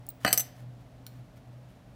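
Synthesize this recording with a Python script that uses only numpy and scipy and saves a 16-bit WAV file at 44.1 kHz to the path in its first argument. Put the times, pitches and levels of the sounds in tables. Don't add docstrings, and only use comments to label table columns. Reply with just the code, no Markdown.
import sys
import numpy as np
from scipy import signal
from scipy.fft import rfft, irfft, next_fast_len
from scipy.io import wavfile
from scipy.ndimage import map_coordinates

SR = 44100
rng = np.random.default_rng(int(sys.argv[2]) if len(sys.argv) > 2 else 0)


def persist_wave(psi):
    counts = np.round(np.clip(psi, -1, 1) * 32767).astype(np.int16)
    wavfile.write(sys.argv[1], SR, np.atleast_2d(counts).T)


N = 85995
T = np.arange(SR // 2) / SR


def amp(db):
    return 10 ** (np.asarray(db) / 20)


def unit_rms(x):
    return x / np.sqrt(np.mean(x ** 2) + 1e-20)


def log_interp(points, hz):
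    point_hz, values = np.transpose(points)
    return np.interp(np.log(hz + 1), np.log(point_hz + 1), values)


def decay(t60_s, hold_s=0):
    return np.exp(-np.log(1000) * np.maximum(T - hold_s, 0) / t60_s)


def attack(rise_s):
    return 1 - np.exp(-T / rise_s)


def wobble(knots_per_s):
    knots = rng.standard_normal(int(N * knots_per_s / SR) + 4)
    return map_coordinates(knots, [np.arange(N) * knots_per_s / SR])


def tone(hz):
    return np.sqrt(2) * np.sin(2 * np.pi * np.cumsum(hz) / SR)


def noise(spectrum):
    gain = amp(log_interp(spectrum, np.fft.rfftfreq(N, 1 / SR)))
    return unit_rms(irfft(rfft(rng.standard_normal(N)) * gain, N))


def burst(spectrum, envelope):
    size = len(T)
    gain = amp(log_interp(spectrum, np.fft.rfftfreq(size, 1 / SR)))
    cepstrum = irfft(np.log(gain), size)
    min_phase = np.exp(rfft(2 * cepstrum * (T > 0) * (T < T[-1] / 2)))
    x = irfft(rfft(rng.standard_normal(size) * envelope) * min_phase, size)
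    return x * np.linalg.norm(envelope) / np.linalg.norm(x)


def ring(modes, t60_scale=1, rise_s=0.0004, scatter_db=1.5):
    x = np.zeros(len(T))
    for hz, db, t60_s in modes:
        envelope = amp(db + scatter_db * rng.normal()) * decay(t60_s * t60_scale)
        x += envelope * np.sin(2 * np.pi * (hz * T + rng.random()))
    return x * attack(rise_s) / np.linalg.norm([amp(db) for _, db, _ in modes])


def add(track, start_s, x):
    part = track[round(start_s * SR):][:len(x)]
    part += x[:len(part)]


# t/s, level/dB
HUM_LEVELS = [(0.0, -45), (0.016, -51.5), (0.184, -59.5), (0.254, -44), (0.406, -48), (0.558, -57),
              (0.618, -46), (0.672, -42.5), (0.884, -57.5), (1.222, -45.5), (1.264, -60), (1.374, -53),
              (1.432, -61), (1.488, -47), (1.678, -50.5), (1.808, -64), (1.884, -52.5), (1.95, -57.5)]
# f/Hz, level/dB
DRONE_TONES = [(263.8, -69), (586.8, -72.5)]
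# f/Hz, relative level/dB
AIR_SPECTRUM = [(20, -18), (45, 4.5), (80, -1), (170, 3.5), (215, -2), (275, -1.5), (370, -11.5), (480, -9),
                (620, -6.5), (800, -11), (1000, -16.5), (2000, -22.5), (4000, -27.5), (8000, -35.5),
                (15500, -39.5), (16300, -60)]


def room_tone(hum_hz=122.2, hum_drift_hz=1.6, drone_drift_hz=14, drone_swing_db=3, air_db=-54.5):
    hum_db = np.interp(np.arange(N) / SR, *np.transpose(HUM_LEVELS))
    hum = amp(hum_db) * tone(hum_hz + hum_drift_hz * wobble(10))
    drone = sum(amp(db + drone_swing_db * wobble(4.7)) * tone(hz + drone_drift_hz * wobble(25))
                for hz, db in DRONE_TONES)
    return hum + drone + amp(air_db) * noise(AIR_SPECTRUM)


# t/s, click level/dB, ring f/Hz, ring level/dB
CLIP_TICKS = [(.0665, -44, 15430, -58), (0.089, -37, 15600, -22), (.0902, -47, 8500, -30),
              (.1022, -46, 4032, -45.5), (0.104, -53.5, 15420, -37)]
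# f/Hz, relative level/dB
TICK_SPECTRUM = [(500, -30.5), (2800, -20), (5000, -11), (9000, -1), (15500, 0), (17000, -12)]


def clip_ticks(click_t60_s=0.0097, ring_t60_s=0.01393):
    out = np.zeros(N)
    for start_s, click_db, hz, ring_db in CLIP_TICKS:
        click = amp(click_db) * burst(TICK_SPECTRUM, decay(click_t60_s))
        add(out, start_s, click + amp(ring_db) * ring([(hz, 0, ring_t60_s)]))
    return out


# t/s, length/s, level/dB
RIBBON_STROKES = [(0.198, 0.063, -56.5), (.54, 0.1, -63.5), (.79, .04, -71), (1.079, 0.066, -69),
                  (1.126, 0.0875, -69), (1.358, 0.027, -64.5), (1.68, 0.042, -70)]
# f/Hz, relative level/dB
RIBBON_SPECTRUM = [(300, 1.5), (1500, 4.5), (5000, -5.5), (9000, -9), (15500, -8.5), (17000, -38.5)]


def ribbon_rubs(grain_db=3, grains_per_s=400):
    envelope = np.zeros(N)
    for start_s, length_s, db in RIBBON_STROKES:
        arch = np.abs(np.sin(np.pi * np.minimum(T / length_s, 1)))
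        add(envelope, start_s, amp(db) * np.sqrt(arch))
    friction = noise(RIBBON_SPECTRUM) * amp(grain_db * wobble(grains_per_s))
    return envelope * unit_rms(friction)


# t/s, knock level/dB, crack level/dB, body level/dB, handle level/dB, metal t60 scale
CLIP_CONTACTS = [(.2482, -12.5, -26, -37, -38, 1.1), (0.2623, -34, -50, -40.5, -22, 1.05),
                 (0.2766, -24, -35, -29, -19.5, 0.72), (.2875, -37, -37.5, -32, -30, 0.89),
                 (.3060, -32, -48, -37.5, -36.5, 2.6), (.3288, -25.5, -7, -16, -35.5, .6),
                 (.3400, -35, -35, -27, -38.5, 0.703), (.3763, -38, -13, -18.5, -44.5, 1.2),
                 (0.3816, -52.5, -28, -17, -46.5, 0.42), (.3957, -38, -24.5, -22.5, -44, 1.25),
                 (.4010, -58, -24.5, -23, -52, 0.83), (.4058, -51, -28.5, -24.5, -48, 0.64)]
# f/Hz, relative level/dB
KNOCK_SPECTRUM = [(50, -33.5), (90, -18), (160, -1.5), (370, -11), (520, -4), (720, 2), (930, -11.5),
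                  (1400, -9.5), (2050, -6), (2500, -18.5), (3000, -8), (3600, -21.5), (4700, -13),
                  (6500, -27.5), (16000, -43)]
# f/Hz, relative level/dB
CRACK_SPECTRUM = [(300, -24), (550, -10.5), (1100, -23.5), (2200, -9.5), (4000, -6.5), (5500, -2.5),
                  (6100, -3.5), (6600, -10), (8000, -2), (9300, -0.5), (10200, -3.5), (12000, -2.5),
                  (14000, 3.5), (15600, -12.5), (17000, -19.5)]
# f/Hz, relative level/dB, free t60/s
BODY_MODES = [(2040, -17, .11), (2870, -21, .12), (6120, 1, .095), (7597, -10, .11), (7657, -7, .12),
              (7935, -10, .1), (8080, -6, .08), (8560, -10, .07), (9625, -10, .08), (10600, -11, .08),
              (12100, -7, .08), (12220, -2, .115), (12478, -4, .1), (12990, -11, .07), (15010, -10, .06),
              (15530, -9, .06)]
# f/Hz, relative level/dB, free t60/s
HANDLE_MODES = [(1405, -5, .1), (1619, -2, .11), (1691, -4, .11), (1932, -3, .12), (2040, -3, .12),
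                (2351, -5, .09), (2600, -4, .1), (2977, 0, .07), (4107, -1, .07), (4458, 0, .08),
                (4619, -2, .07), (4759, -3, .07), (8050, -2, .06), (8550, -4, .06), (10590, -12, .07),
                (12140, -12, .07)]
# f/Hz, relative level/dB, t60/s
DESK_MODES = [(135, -1.5, 0.059), (191.5, -5.5, .16), (300, -2, .1), (697, -4, 0.16), (756, 0.5, .14),
              (988, -12.5, .14), (1237, 2.5, 0.09), (1504, 3.5, .05)]


def clip_drop(knock_t60_s=0.021, knock_rise_s=0.00042, crack_t60_s=0.0079,
              choke_t60_s=0.016, desk_re_knock_db=-7):
    blows, rings = np.zeros(N), np.zeros(N)
    flights_s = np.append(np.diff([row[0] for row in CLIP_CONTACTS]), T[-1])
    for contact, flight_s in zip(CLIP_CONTACTS, flights_s):
        start_s, knock_db, crack_db, body_db, handle_db, t60_scale = contact
        knock = amp(knock_db) * burst(KNOCK_SPECTRUM, decay(knock_t60_s) * attack(knock_rise_s))
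        crack = amp(crack_db) * burst(CRACK_SPECTRUM, decay(crack_t60_s))
        add(blows, start_s, knock + crack)
        body = amp(body_db) * ring(BODY_MODES, t60_scale)
        handles = amp(handle_db) * ring(HANDLE_MODES, t60_scale)
        desk = amp(knock_db + desk_re_knock_db) * ring(DESK_MODES)
        choke = decay(choke_t60_s, hold_s=flight_s)
        add(rings, start_s, desk + choke * (body + handles))
    return blows, rings


# f/Hz, relative level/dB
NAIL_SPECTRUM = [(500, -31), (2500, -3.5), (4500, -7), (7000, -3.5), (11000, -3.5), (15200, 1.5),
                 (16500, -21)]
# f/Hz, relative level/dB, t60/s
FINGERNAIL_MODES = [(1490, -10, 0.033), (3124, -4, 0.016), (4340, 3, 0.008), (5750, -7, 0.016)]


def fingernail(start_s=1.066, snap_db=-35.5, snap_t60_s=0.0081, ring_db=-37):
    out = np.zeros(N)
    snap = amp(snap_db) * burst(NAIL_SPECTRUM, decay(snap_t60_s))
    add(out, start_s, snap + amp(ring_db) * ring(FINGERNAIL_MODES))
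    return out


# f/Hz, t60/s
ROOM_T60 = [(150, 0.79), (1000, 0.63), (4000, .43), (9000, 0.25), (16000, 0.26)]


def room(x, send_db, early_re_send_db=-6, early_t60_s=0.075, early_gap_s=0.0017,
         tail_re_send_db=-12.5, tail_gap_s=0.0054):
    early = rng.standard_normal(len(T)) * decay(early_t60_s) * (T > early_gap_s)
    hz, t, bands = signal.stft(rng.standard_normal(len(T)), SR, nperseg=256)
    band_decay = np.exp(-np.log(1000) * t / log_interp(ROOM_T60, hz)[:, None])
    tail = signal.istft(bands * band_decay, SR)[1][:len(T)] * (T > tail_gap_s)
    response = amp(early_re_send_db) * early / np.linalg.norm(early)
    response += amp(tail_re_send_db) * tail / np.linalg.norm(tail)
    return x + amp(send_db) * signal.fftconvolve(x, response)[:N]


def scene():
    blows, rings = clip_drop()
    blows_and_rubs = room(blows + fingernail() + ribbon_rubs(), send_db=-1)
    rings_and_ticks = room(rings + clip_ticks(), send_db=-9)
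    return (blows_and_rubs + rings_and_ticks + room_tone())[None]


def record(dry):
    cutoff_hz = 17000
    size = next_fast_len(N + SR // 2)
    passband = np.fft.rfftfreq(size, 1 / SR) < cutoff_hz
    return irfft(rfft(dry, size) * passband, size)[:, :N]


dry = scene()
out = record(dry)
persist_wave(out)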